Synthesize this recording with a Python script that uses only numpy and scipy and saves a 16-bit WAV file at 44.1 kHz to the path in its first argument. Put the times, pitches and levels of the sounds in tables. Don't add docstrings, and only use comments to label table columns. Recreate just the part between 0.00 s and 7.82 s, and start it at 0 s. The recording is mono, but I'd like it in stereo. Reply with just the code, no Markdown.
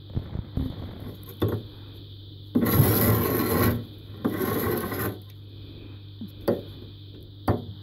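import sys
import numpy as np
from scipy import signal
from scipy.fft import rfft, irfft, next_fast_len
from scipy.io import wavfile
from scipy.ndimage import uniform_filter1d, minimum_filter1d, map_coordinates

SR = 44100
rng = np.random.default_rng(int(sys.argv[2]) if len(sys.argv) > 2 else 0)


def persist_wave(psi):
    counts = np.round(np.clip(psi, -1, 1) * 32767).astype(np.int16)
    wavfile.write(sys.argv[1], SR, np.atleast_2d(counts).T)


N = 344862
T = np.arange(N) / SR
SIDES = np.array([[.5], [-.5]])

# time in seconds, force in dB, edge in dB (before a common 2 dB cut), breaking crystals in dB.
STROKES = [
    [(0.66, -36, -10, -86), (0.76, -19.5, -9, -74), (0.83, -16, -10, -64), (0.95, -37, -13, -87),
     (0.995, -34, -5, -78), (1.005, -24.5, -3, -60), (1.08, -14.5, -9, -58), (1.16, -33.5, -1, -61.5),
     (1.21, -34.5, 2.5, -74), (1.3, -14.5, -3.5, -46), (1.34, -57, -32, -61.5), (1.41, -42, -16, -66.5)],
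    [(2.57, -21, -32, -77), (2.62, -8.5, 0, -54), (2.69, -2.5, 1, -29.5), (2.9, 7, -1, -18.5),
     (3.05, 2, -0.5, -21.5), (3.3, 0, -2.5, -32), (3.46, -2.5, 3.5, -28.5), (3.58, -2, 6, -28),
     (3.66, -0.5, 6, -24), (3.73, -7.5, -2, -40.5), (3.8, -21.5, -3, -62.5), (3.98, -48, -2, -73.5),
     (4.1, -23.5, 0, -84.5), (4.23, -20.5, -2.5, -59)],
    [(4.27, -23, -9.5, -45.5), (4.335, -6.5, -1, -45), (4.42, -2, 1, -33.5), (4.5, -2.5, 1.5, -32.5),
     (4.58, 0, -2.5, -29.5), (4.66, -1, 1, -30.5), (4.74, -2, 2, -31.5), (4.8, -9.5, 3.5, -36),
     (4.89, -11.5, 6, -41), (4.94, -11.5, 7, -35), (5.0, -9, 8.5, -34.5), (5.06, -7, 6, -33.5),
     (5.13, -17.5, -4.5, -54), (5.2, -36.5, -12, -68.5), (5.3, -31, 3, -65)],
]
# time in seconds, extra force on the lowest mode in dB.
WEIGHT = [(0.7, 12), (1.4, 7), (2.6, 6), (2.8, 7), (3.4, -2.5), (3.66, 8), (4.2, 14), (4.45, -6),
          (4.75, -1.5), (5.1, 3.5)]
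WEIGHT_SWAY_DB, WEIGHT_SWAY_HZ = -0.5, 35
# time in seconds, extra level in dB.
CRUNCHES = [(2.661, 17), (2.723, 8.5), (2.831, 3), (2.94, -1.5), (3.009, 12.5), (3.072, 13), (3.245, 5),
            (3.306, 7.5), (3.385, 7.5), (3.497, 6.5), (3.566, 6.5), (3.606, 14), (4.337, 11.5), (4.47, 7.5),
            (4.545, 0), (4.621, 2), (4.736, 3), (4.805, 6.5), (4.826, 5), (4.912, 7.5), (4.991, 11.5),
            (5.031, 2), (5.055, 3)]
CRUNCH_S = 0.02
CRUNCH_PUSH = 0.92
SLIPS_PER_S, SLIP_DB, SLIP_S = 90, 0.5, 0.0075
CHIPS_PER_S, CHIP_SPREAD_DB, CHIP_SHARE = 800, 3.5, 1.1
# note in Hz, width in Hz, then its gain in dB in the first, second and third stroke.
PATCH = [(745, 64, -8, -11, -5.5), (1085, 150, -2, -5, -5.5), (1353, 79, -2, -1.5, -15),
         (1513, 90, -6, -13.5, -4), (1932, 130, -16, -2, -4.5), (2520, 55, -12, 0.5, -14)]
PATCH_SWAY_DB, PATCH_SWAY_HZ = 3.5, 30

# start in seconds, force in dB, weight in dB, edge in dB, crack in dB,
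# crunch fading time in seconds, directly heard thud in dB against the force, fall of its pitch from 0 to 1,
# thud note in Hz, low ring note in Hz, high ring note in Hz.
TAPS = [(1.418, -9, 13, 4, -18, 0.024, -23, 0, 388, 1100, 3540),
        (1.485, -16, 8, 0, -37, 0.056, -26, 0, 424, 1090, 3450),
        (1.519, -21, 17.5, 14.5, -40, 0.04, -26, 0.2, 376, 1100, 3500),
        (2.55, -4.5, -27, -12, -35, 0.034, -12.5, 0.32, 227.4, 1060, 3550),
        (2.622, -8.5, -6.5, -4, -34, 0.044, -16, 0.04, 238, 1100, 3470),
        (2.782, 2, 11.5, -12, -26, 0.041, -28, 0.1, 151.4, 1105, 3440),
        (4.245, -6, -27.5, 2, -33, 0.12, -16, 0.34, 227, 1060, 3520),
        (6.478, -2.5, -7, 0, -17.5, 0.047, -13.5, 0.01, 561, 1827, 4590),
        (6.819, -29.5, 0.5, -15, -57, 0.025, -28, 0.1, 340, 1100, 3500),
        (7.144, -41.5, 15, 5.5, -44, 0.03, -24, 0.2, 310, 1740, 2700),
        (7.479, -3.5, 9, 8.5, -19.5, 0.06, -22.5, 0.06, 696, 1010, 4610),
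        (7.679, -40.5, 28, -6, -58, 0.019, -21, 0.07, 154, 1110, 3520)]
THUD, THUD_T60 = 0.34, 0.094
KNOCK_T60, FALL_S = 0.12, .02
# centre in Hz, width in Hz, level in dB.
ICE = [(2680, 130, -2.5), (3170, 200, 0)]
# levels in dB, then widths in Hz.
RING_DB = (-5, -5.5)
RING_WIDTH_HZ = (110, 220)
# levels in dB against the crack, then seconds to fade by 60 dB.
NOTE_DB = (-10.5, -10)
NOTE_T60 = (0.032, 0.037)

# note in Hz, width in Hz, level in dB, left-minus-right level in dB.
BOX = [(86.2, 19.6, -7.5, 0.5), (110.9, 5.8, 0.5, -1.5), (188.9, 6.4, -3.5, -2), (238.1, 5.7, -1.5, -4.5),
       (274.8, 12.9, -8, -2), (313.8, 15.4, -9, 0.5), (356.8, 24.3, -6.5, -5), (389.4, 13.3, -8, 0),
       (416.6, 8.1, -6, 1), (485.2, 15.3, -9.5, -2), (550, 7.9, -25, -14), (588, 14, -13.5, -7),
       (645, 5.7, -33, -3), (731.5, 9.1, -16.5, -1), (805, 25, -23.5, 19.5), (922, 28, -25.5, 19.5),
       (1027, 29.6, -19.5, 15), (1103, 23, -15, 4), (1186, 25, -19.5, 11.5), (1234, 40, -21, 14),
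       (1342, 41, -16, -0.5), (1349, 36, -16, 11.5), (1406, 57, -21, 16.5), (1530, 61, -19.5, 10.5),
       (1764, 100, -22, 1.5), (1835, 27, -19.5, 14.5), (1987, 58, -21, 12)]
# frequency in Hz, level in dB.
BOX_WASH = [(40, -32), (80, -23), (150, -16.5), (450, -15.5), (680, -31), (1000, -31.5), (2000, -26.5),
            (2500, -40), (5000, -55)]
# frequency in Hz, seconds to fade by 60 dB.
BOX_DECAY = [(100, 0.32), (500, 0.31), (2000, 0.14), (12000, 0.079)]
# frequency in Hz, left-right likeness from 0 to 1.
WASH_ALIKE = [(60, .6), (150, .9), (350, .95), (900, .2)]
BOX_LAG, EDGE_LAG = .00015, .00049

# frequency in Hz, level in dB.
CRYSTAL = [(1500, -10.5), (2500, -10.5), (4200, -6.5), (6000, -20.5), (7000, -13.5), (9000, -30.5),
           (10500, -9.5), (11800, 6), (13500, -6.5), (16000, -4.5)]
# frequency in Hz, level in dB.
CRYSTAL_WIDE = [(1500, -7), (2500, -13.5), (4200, -9), (6000, -17.5), (7000, -13.5), (9000, -23),
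                (10500, -4), (11800, 3.5), (13500, -1.5), (16000, -0.5)]
# frequency in Hz, left-minus-right level in dB.
CRYSTAL_PAN = [(1500, 4.5), (2500, 6.5), (4400, 3), (6500, 9), (9000, -9), (12000, -7.5), (15500, 1)]
# time in seconds, share of coarse crystals from 0 to 1.
COARSE = [(0, 0), (2.7, 0.6), (3.1, 1), (3.25, 0), (3.7, .1), (4.4, 0.5), (4.75, 0.5), (5.1, 0.1),
          (7.8, .4)]
# time in seconds, level in dB.
TREBLE = [(0, -84), (1.4, -65.5), (1.9, -72.5), (2.3, -88), (3.8, -69.5), (5.3, -70), (6.2, -85),
          (6.6, -67.5), (7.0, -86.5), (7.82, -81)]
# start in seconds, length in seconds, level in dB.
BRUSHES = [(0.114, 0.22, -73), (0.55, 0.2, -59.5), (1.913, 0.092, -62.5), (2.42, .14, -68),
           (6.278, 0.036, -47), (6.631, .16, -66.5), (6.408, 0.045, -63), (7.206, 0.05, -72.5)]
BURST_DB, BURST_HZ = 0.95, 71.6
SHOWER_DB, SHOWER_T60 = -45, 0.36
# frequency in Hz, seconds to fade by 60 dB.
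ECHO_DECAY = [(1000, 0.3), (4000, 0.059), (12000, 0.011)]
ECHO_DB = -3

# start in seconds, level in dB, low end in dB against it, seconds to fade by 60 dB.
SNAPS = [(0.5708, -45, -17, 0.015), (0.608, -46, -12, 0.015), (0.653, -49, -14, 0.015),
         (0.6993, -49, -15, 0.015), (1.0026, -40.5, -18, 0.016), (1.2332, -27.5, -29, 0.011),
         (1.3369, -41, -16, 0.019), (1.3693, -42, -14, 0.013), (1.403, -37, -7, 0.015),
         (1.417, -29.5, -24, 0.015), (1.542, -43.5, -14, 0.018), (1.6067, -56, -14, 0.015),
         (1.9425, -59, -14, 0.015), (2.55, -40, -11, 0.015), (2.6155, -45.5, -15, 0.015),
         (2.653, -30, -6, 0.015), (2.7127, -23, -14, 0.015), (2.812, -14.5, -14, 0.015),
         (2.8409, -16, -12, 0.015), (2.9597, -16.5, -13, 0.017), (3.0112, -5.5, -13.5, 0.015),
         (3.0594, -8.5, -13.5, 0.016), (3.0725, -14.5, -12.5, 0.02), (3.1006, -11, -12.5, 0.023),
         (3.274, -25.5, -16, 0.015), (3.303, -18.5, -11, 0.015), (3.3687, -15, -15.5, 0.02),
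         (3.384, -17.5, -14.5, 0.01), (3.495, -22.5, -18, 0.015), (3.5418, -22.5, -17, 0.015),
         (3.64, -10, -13, 0.015), (3.9858, -46.5, -13, 0.017), (4.2448, -44.5, -14, 0.015),
         (4.312, -45, -19, 0.015), (4.3261, -38, -14, 0.015), (4.776, -18, -13, 0.015),
         (4.806, -18.5, -13, 0.015), (4.851, -31.5, -11, 0.015), (4.9227, -38.5, -14, 0.017),
         (5.0295, -30.5, -23, 0.015), (5.0582, -22.5, -24, 0.015), (5.2175, -37.5, -13, 0.015),
         (5.3, -35.5, 1, 0.014), (6.4098, -46.5, -2, 0.015), (6.4254, -51, -12, 0.015),
         (6.4766, -18.5, -15, 0.016), (6.5929, -47, -12, 0.015), (7.1561, -60, -14, 0.015),
         (7.2066, -53, -14.5, 0.015), (7.226, -42.5, -18, 0.015), (7.4762, -26.5, -11, 0.024)]
SNAP_RISE_S = .0004
# frequency in Hz, level in dB.
SNAP_TOP = [(7500, -30), (9500, -12), (11000, 0), (12500, 0), (16000, -3)]
# frequency in Hz, level in dB.
SNAP_LOW = [(1200, -25), (2000, 0), (5000, -2), (7000, -10), (9000, -30)]
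# start in seconds, level in dB.
CLINKS = [(1.1488, -51.5), (1.26, -43.5), (1.278, -45.5), (1.289, -37), (1.3, -45), (1.414, -36.5),
          (1.483, -36.5), (1.515, -49), (6.4772, -49)]
# note in Hz, level in dB, seconds to fade by 60 dB.
SPOON = [(6700, -17, .07), (11300, -2, .06), (12350, 0, .08), (15100, -12, .05)]
# start in seconds, length in seconds, first Hz, last Hz, level in dB, left-minus-right level in dB.
LOW_NOTES = [(.575, .125, 268, 256, -33, -14), (6.212, .05, 250, 172, -29, 0)]

# start in seconds, level in dB, note in Hz, left-minus-right level in dB.
TICKS = [(0.074, -55, 748, -5), (0.099, -37, 540, -6), (0.136, -39, 511, 14), (0.149, -43, 510, 14.0),
         (0.164, -35, 500, 16), (0.192, -38, 627, 14), (0.215, -45, 573, 8.0), (0.263, -43.5, 600, 16),
         (0.296, -42, 786, 14), (0.318, -48, 530, 8.5), (0.342, -40, 580, 15), (0.37, -42, 636, 14),
         (0.57, -37, 526, -13), (0.595, -34, 501, 4), (0.64, -51, 576, -2), (0.654, -36, 501, -0.5),
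         (0.724, -34, 566, -5), (0.768, -42, 544, 1.5), (0.796, -38, 501, -2), (0.82, -33.5, 501, 5),
         (0.838, -34, 654, 6), (0.872, -50, 660, 8.5), (0.892, -43, 738, 3.0), (0.911, -41, 595, 7.5),
         (0.935, -44, 525, 5.5), (0.965, -44, 676, 8.0), (0.996, -40, 627, 14), (1.017, -40, 505, 2.5),
         (1.125, -42, 500, 5.0)]
TICK_T60, TICK_EDGE_T60 = 0.019, 0.0072
# start in seconds, level in dB, tick in dB against it.
BUMPS = [(0.105, -21, -15), (0.151, -15.5, -13), (0.164, -9.5, -2), (0.173, -4.5, -14), (0.197, -19, -10),
         (0.341, -22, 5), (0.352, -11, -6), (0.372, -24, 5), (0.389, -9.5, -12), (0.572, -4.5, -4),
         (0.598, -11.5, -7), (0.611, -10.5, -11), (0.625, -11, -22), (0.659, -12, -2), (0.701, -15.5, -3),
         (0.798, -22, 6), (0.824, -19, -2), (0.837, -22.5, 13), (0.899, -28, -11), (0.964, -27, -6),
         (1.021, -27.5, 9), (1.051, -23, -2), (1.08, -37, -11)]
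BUMP_HZ = 117.5
# time in seconds, level at the left port in dB.
GRIP = [(0.0, -83), (0.13, -41), (0.25, -38.5), (0.598, -39.5), (0.958, -37.5), (1.096, -38.5), (1.2, -56)]

# note in Hz, average (rms) level in dB, waver in dB.
HUM = [(50, -62, 2), (99.8, -44, .8), (146.5, -57, 2.5), (300.3, -58, 2)]
# frequency in Hz, level in dB.
AIR = [(12, -37), (22, -11), (50, -6), (80, -6), (125, -5.5), (190, -17), (310, -7), (500, -18.5),
       (700, -31), (1000, -81)]
# frequency in Hz, left-right likeness from 0 to 1.
AIR_ALIKE = [(25, 0.46), (60, 0.8), (130, 0.72), (290, 0.94), (640, 0.21), (1400, 0.044)]
# frequency in Hz, level in dB.
RUSTLE = [(500, -31), (750, 3.5), (1000, 6), (1250, 3.5), (1500, 4), (2000, -3.5), (2600, -35)]
# frequency in Hz, level in dB.
COOLANT = [(2300, -33.5), (2800, -21.5), (3050, -2), (3600, -1), (4200, -5.5), (4700, -9), (5300, -28),
           (6000, -42), (8000, -63.5), (10000, -40.5), (11500, -29.5), (15000, -22), (16000, -36.5)]
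# frequency in Hz, left-minus-right level in dB.
COOLANT_PAN = [(2000, 20), (3500, -19), (5000, -4), (7000, 2)]
# time in seconds, rumble in dB, rustle in dB, narrow hiss in dB.
ROOM = [(0, -51, -66.5, -75), (1.65, -48.5, -62.5, -69.5), (1.9, -45, -61.5, -64),
        (2.3, -51.5, -69.5, -80.5), (4.1, -48, -64, -66), (5.3, -53.5, -68.5, -79),
        (5.55, -48, -67.5, -67.5), (5.85, -46, -61.5, -58), (6.2, -51, -68, -74.5), (6.45, -45, -60, -61),
        (6.75, -48.5, -61.5, -67), (7.1, -52.5, -71, -70.5), (7.3, -52.5, -70.5, -82.5),
        (7.82, -53.5, -66, -80.5)]
RUSTLE_SWAY_DB, RUMBLE_SWAY_DB = 1.8, 2.2
TOP_HZ = 15720


def spoon_force(slip_db):
    force = np.zeros(N)
    grains = grit(450, spread_db=4.5, slip_hz=70.55, slip_db=1.5)
    breaks = unit(shifting(grains + CHIP_SHARE * chips(), depth_db=1.5))
    weight_db = curves(WEIGHT, outside=None)[0] + WEIGHT_SWAY_DB * wobble(WEIGHT_SWAY_HZ)
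    for stroke, rows in enumerate(STROKES):
        db, edge_db, _ = curves(rows)
        push = amp(db + CRUNCH_PUSH * slip_db) * patch(breaks, stroke)
        force += tilted(push, weight_db, edge_db - 2.0)
    t = T[:SR // 3]
    for s, db, lean_db, edge_db, _, crunch_s, _, _, thud_hz, *_ in TAPS:
        push = unit(rng.standard_normal(len(t))) * np.exp(-t / crunch_s) * (1 - np.exp(-t / 0.0012))
        push += 5 * np.sin(np.pi * np.clip(t / 0.0006, 0, 1))
        push += 0.74 * np.sin(np.pi * np.clip(t * thud_hz * 2, 0, 1))
        push += 0.4 * band(push, "band", [thud_hz / 1.26, thud_hz * 1.5])
        push += THUD * amp(-60 * t / THUD_T60) * np.sin(2 * np.pi * thud_hz * t)
        add(force, s, amp(db) * tilted(push, lean_db - 6 * np.exp(-t / 0.02), edge_db - 600 * t))
    return force


def slips():
    small, big, t = np.zeros(N), np.zeros(N), T[:SR // 5]
    draw = rng.random(size=(int(SLIPS_PER_S * N / SR), 2))
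    small[(draw[:, 0] * N).astype(int)] = SLIP_DB * (.5 + draw[:, 1])
    for s, db in CRUNCHES:
        big[round(s * SR)] = db
    small_db = signal.fftconvolve(small, np.exp(-t / SLIP_S))[:N]
    big_db = signal.fftconvolve(big, np.exp(-t / CRUNCH_S))[:N]
    return small_db + big_db - SLIPS_PER_S * SLIP_DB * SLIP_S - 2.5


def grit(grain_hz, spread_db, slip_hz, slip_db):
    level_db = spread_db * wobble(grain_hz) + slip_db * wobble(slip_hz)
    return unit(rng.standard_normal(N) * amp(level_db))


def chips():
    out = np.zeros(N)
    draw = rng.random(size=(int(CHIPS_PER_S * N / SR), 2))
    out[(draw[:, 0] * N).astype(int)] = amp(-CHIP_SPREAD_DB * np.log(draw[:, 1] + 0.00092))
    return unit(out - out.mean())


def shifting(x, depth_db):
    hz, _, z = signal.stft(x, SR, nperseg=1024)
    field = uniform_filter1d(rng.standard_normal(z.shape), size=4, axis=0)
    field = uniform_filter1d(field, size=10, axis=1)
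    change = amp(depth_db * unit(field) * (hz[:, None] > 500))
    return signal.istft(z * change, nperseg=1024)[1][:N]


def patch(x, stroke):
    out = x.copy()
    for hz, width, *gains in PATCH:
        gain = amp(gains[stroke] + PATCH_SWAY_DB * wobble(PATCH_SWAY_HZ))
        out += gain * band(x, "band", [hz - width / 2, hz + width / 2])
    return out


def tilted(force, weight_db, edge_db):
    low = band(force, "band", [50, 140])
    middle = band(force, "band", [140, 750])
    high = band(force, "high", 750)
    return middle - amp(weight_db) * low - amp(edge_db) * high


def box(force):
    def modes(f):
        total = 0
        for k, (hz, width, db, pan) in enumerate(BOX):
            sign = (-1) ** k
            signs = np.array([[sign], [sign * np.sign(1150 - hz)]])
            total = total + amp(db + SIDES * pan) * signs * resonance(f, hz, width)
        return total

    def alike(f):
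        return along(WASH_ALIKE, f)

    wash, step = np.zeros((2, N)), SR // 8
    for start in range(0, N, step):
        piece = force[None, start:start + step]
        add(wash, start / SR, signal.fftconvolve(piece, tail(BOX_DECAY, .35), axes=1))
    wash[1] = filtered(wash[0], alike) + filtered(wash[1], lambda f: np.sqrt(1 - alike(f) ** 2))
    wash = filtered(wash, lambda f: amp(along(BOX_WASH, f)))
    return later_left(filtered(force, modes) + wash, BOX_LAG)


def cracks():
    out, t = np.zeros((2, N)), T[:SR // 6]
    f = np.fft.rfftfreq(len(t), 1 / SR)
    for s, force_db, _, _, crack_db, _, knock_db, fall, thud_hz, *ring_hz in TAPS:
        burst = amp(crack_db - 60 * t / 0.024) * rng.standard_normal((2, len(t)))
        peaks = list(ICE) + list(zip(ring_hz, RING_WIDTH_HZ, RING_DB))
        colour = sum(amp(db) * resonance(f, hz, width) for hz, width, db in peaks)
        add(out, s, irfft(rfft(burst) * colour, len(t)))

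        falling = t + fall * FALL_S * (1 - np.exp(-t / FALL_S))
        thud = amp(force_db + knock_db - 60 * t / KNOCK_T60) * np.sin(2 * np.pi * thud_hz * falling)
        add(out, s, thud * (1 - np.exp(-t / .002)))

        notes = zip(ring_hz, np.add(crack_db, NOTE_DB), NOTE_T60)
        ring = sum(amp(db - 60 * t / t60) * np.sin(2 * np.pi * hz * t) for hz, db, t60 in notes)
        add(out, s, ring * (1 - np.exp(-t / 0.00088)))
    return out


def crackle(slip_db):
    shared = grit(900, spread_db=4.0, slip_hz=49.8, slip_db=2.5)
    spray = amp(2.66 * wobble(45)) * rng.standard_normal((2, N))
    both = shared * 0.5 + np.abs(shared) ** 0.64 * spray
    pair = np.array([shifting(side, depth_db=4.5) for side in both])

    def coloured(colour):
        return unit(filtered(pair, lambda f: amp(along(colour, f) + SIDES * along(CRYSTAL_PAN, f))))

    share = curves(COARSE, outside=None)[0]
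    return breaking(slip_db) * ((1 - share) * coloured(CRYSTAL) + share * coloured(CRYSTAL_WIDE))


def breaking(slip_db):
    gain = amp(curves(TREBLE, outside=None)[0])
    bursts = amp(BURST_DB * wobble(BURST_HZ) + 0.56 * slip_db)
    for rows in STROKES:
        s, *_, crystal_db = np.transpose(rows)
        gain += amp(np.interp(T, s, crystal_db, -140, -140)) * bursts
    for s, length, db in BRUSHES:
        add(gain, s, amp(db) * np.sin(np.pi * T[:int(length * SR)] / length))
    for s, db, *_ in TAPS:
        add(gain, s, amp(db + SHOWER_DB - 60 * T[:SR // 2] / SHOWER_T60))
    return gain


def snaps():
    noise, t = rng.standard_normal((2, 3, N)), T[:SR // 10]
    gains = np.zeros((2, N))
    for s, db, low_db, t60 in SNAPS:
        shape = amp(db - 60 * t / t60) * (1 - np.exp(-t / SNAP_RISE_S))
        add(gains, s, amp([[0], [low_db]]) * shape)
    top, low = gains[:, None] * (noise[:, :2] + noise[:, 2:])
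    bright = filtered(top, lambda f: amp(along(SNAP_TOP, f) + SIDES * -5))
    return bright + filtered(low, lambda f: amp(along(SNAP_LOW, f)))


def clinks():
    out, t = np.zeros(N), T[:SR // 5]
    for s, db in CLINKS:
        for hz, level, t60 in SPOON:
            fade = amp(db + level + rng.normal(0, 2.5) - 60 * t / t60)
            blur = np.cumsum(rng.normal(0, .08, len(t)))
            add(out, s, fade * (1 - np.exp(-t / 0.00078)) * np.sin(2 * np.pi * hz * t + blur))
    return out * amp(SIDES * -5)


def low_notes():
    out, uneven = np.zeros((2, N)), amp(2.5 * wobble(60))
    for s, length, from_hz, to_hz, db, pan_db in LOW_NOTES:
        u = T[:int(length * SR)] / length
        phase = 2 * np.pi * length * (from_hz * u + (to_hz - from_hz) * u * u / 2)
        swell = np.sin(np.pi * u ** 0.31) ** 0.24
        add(out, s, amp(db + SIDES * pan_db) * swell * (np.sin(phase) + 0.13 * u * np.sin(2 * phase)))
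    return out * uneven


def ticks():
    out, t = np.zeros((2, N)), T[:SR // 20]
    for s, db, hz, pan_db in TICKS:
        edge = band(rng.standard_normal(len(t)), "band", [600, 2000]) * amp(2 - 60 * t / TICK_EDGE_T60)
        note = np.sin(2 * np.pi * hz * t) * amp(-60 * t / TICK_T60)
        add(out, s, amp(db + SIDES * pan_db) * (note + edge))
    return out


def handling():
    out, t = np.zeros(N), T[:SR // 6]
    u = t * BUMP_HZ
    swing = -np.sin(2 * np.pi * u ** 0.57)
    swing = swing * u ** 0.61 * np.exp(-u / 0.44) * 2.46
    for s, db, tick_db in BUMPS:
        noise = band(rng.standard_normal(len(t)), "band", [200, 1100])
        tick = band(noise, "low", 750) * amp(tick_db - 60 * t / 0.021)
        add(out, s, amp(db) * (swing + tick))
    rub_colour = [(20, -33), (80, 4.5), (300, -7.0), (700, -19), (2000, -27.5), (6000, -67.0)]  # Hz, dB
    rub = grit(119.9, spread_db=2.5, slip_hz=27.25, slip_db=2.0)
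    rub = filtered(rub, lambda f: amp(along(rub_colour, f)))
    out += amp(curves(GRIP)[0]) * unit(rub)
    return out * amp([[0], [-16]])


def appliance():
    rumble_db, rustle_db, narrow_db = curves(ROOM, outside=None)
    hum = np.zeros(N)
    for hz, db, waver in HUM:
        phase = 2 * np.pi * hz * T + 0.56 * waver * wobble(3.3)
        hum += np.sqrt(2) * amp(db + waver * wobble(10.0)) * np.sin(phase)

    def spread(spectrum):
        def middle_and_side(f):
            turn = np.arccos(along(AIR_ALIKE, f)) / 2
            return amp(along(spectrum, f)) * [np.cos(turn), np.sin(turn)]
        mid, side = filtered(rng.standard_normal((2, N)), middle_and_side)
        return unit(np.array([mid + side, mid - side]))

    def hiss_colour(f):
        return amp(along(COOLANT, f) + SIDES * along(COOLANT_PAN, f))

    def narrow_colour(f):
        return 1 / (1 + ((f - 2470) / 130) ** 2) * amp(SIDES * -3)

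    rumble = amp(rumble_db + RUMBLE_SWAY_DB * wobble(6)) * spread(AIR)
    rustle = amp(rustle_db + RUSTLE_SWAY_DB * wobble(9.1)) * spread(RUSTLE)
    hiss = amp(-52 + 2.1 * wobble(4.8)) * unit(filtered(rng.standard_normal((2, N)), hiss_colour))
    narrow = amp(narrow_db) * unit(filtered(rng.standard_normal((2, N)), narrow_colour))
    return hum + rumble + rustle + hiss + narrow


def amp(db):
    return 10 ** (np.asarray(db) / 20)


def unit(x):
    return x / np.sqrt(np.mean(x ** 2) + 1e-20)


def along(points, hz):
    f, v = np.transpose(points)
    return np.interp(np.log(hz + 1), np.log(f + 1), v)


def curves(rows, outside=-140):
    s, db, *cols = np.transpose(rows)
    return [np.interp(T, s, db, outside, outside)] + [np.interp(T, s, c) for c in cols]


def wobble(rate):
    return map_coordinates(rng.standard_normal(int(N * rate / SR) + 4), [T * rate])


def filtered(x, response):
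    m = next_fast_len(N + SR // 2)
    return irfft(rfft(x, m) * response(np.fft.rfftfreq(m, 1 / SR)), m)[..., :N]


def band(x, kind, hz):
    return signal.sosfilt(signal.butter(2, hz, kind, fs=SR, output="sos"), x)


def resonance(f, hz, width):
    return 1j * f * width / (hz * hz - f * f + 1j * f * width)


def add(track, s, piece):
    part = track[..., round(s * SR):][..., :piece.shape[-1]]
    part += piece[..., :part.shape[-1]]


def tail(decay, seconds):
    hz, t, z = signal.stft(rng.standard_normal((2, int(seconds * SR))), SR, nperseg=256)
    x = signal.istft(z * amp(-60 * t / along(decay, hz)[:, None]), SR, nperseg=256)[1]
    return x / np.linalg.norm(x[0])


def later_left(x, lag):
    return filtered(x, lambda f: np.exp(-2j * np.pi * f * SIDES * lag))


def scene():
    slip_db = slips()
    bright = later_left(crackle(slip_db) + snaps() + clinks(), EDGE_LAG) + cracks()
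    echo = amp(ECHO_DB) * signal.fftconvolve(bright, tail(ECHO_DECAY, 0.24), axes=1)[:, :N]
    boom = box(spoon_force(slip_db))
    return boom + bright + echo + low_notes() + ticks() + handling() + appliance()


def record(dry):
    over = np.maximum(np.abs(dry).max(0) / 0.28, 1)
    gain = uniform_filter1d(minimum_filter1d(over ** -.6, size=441), size=221)
    return filtered(dry * gain, lambda hz: hz < TOP_HZ)


dry = scene()
out = record(dry)
persist_wave(out)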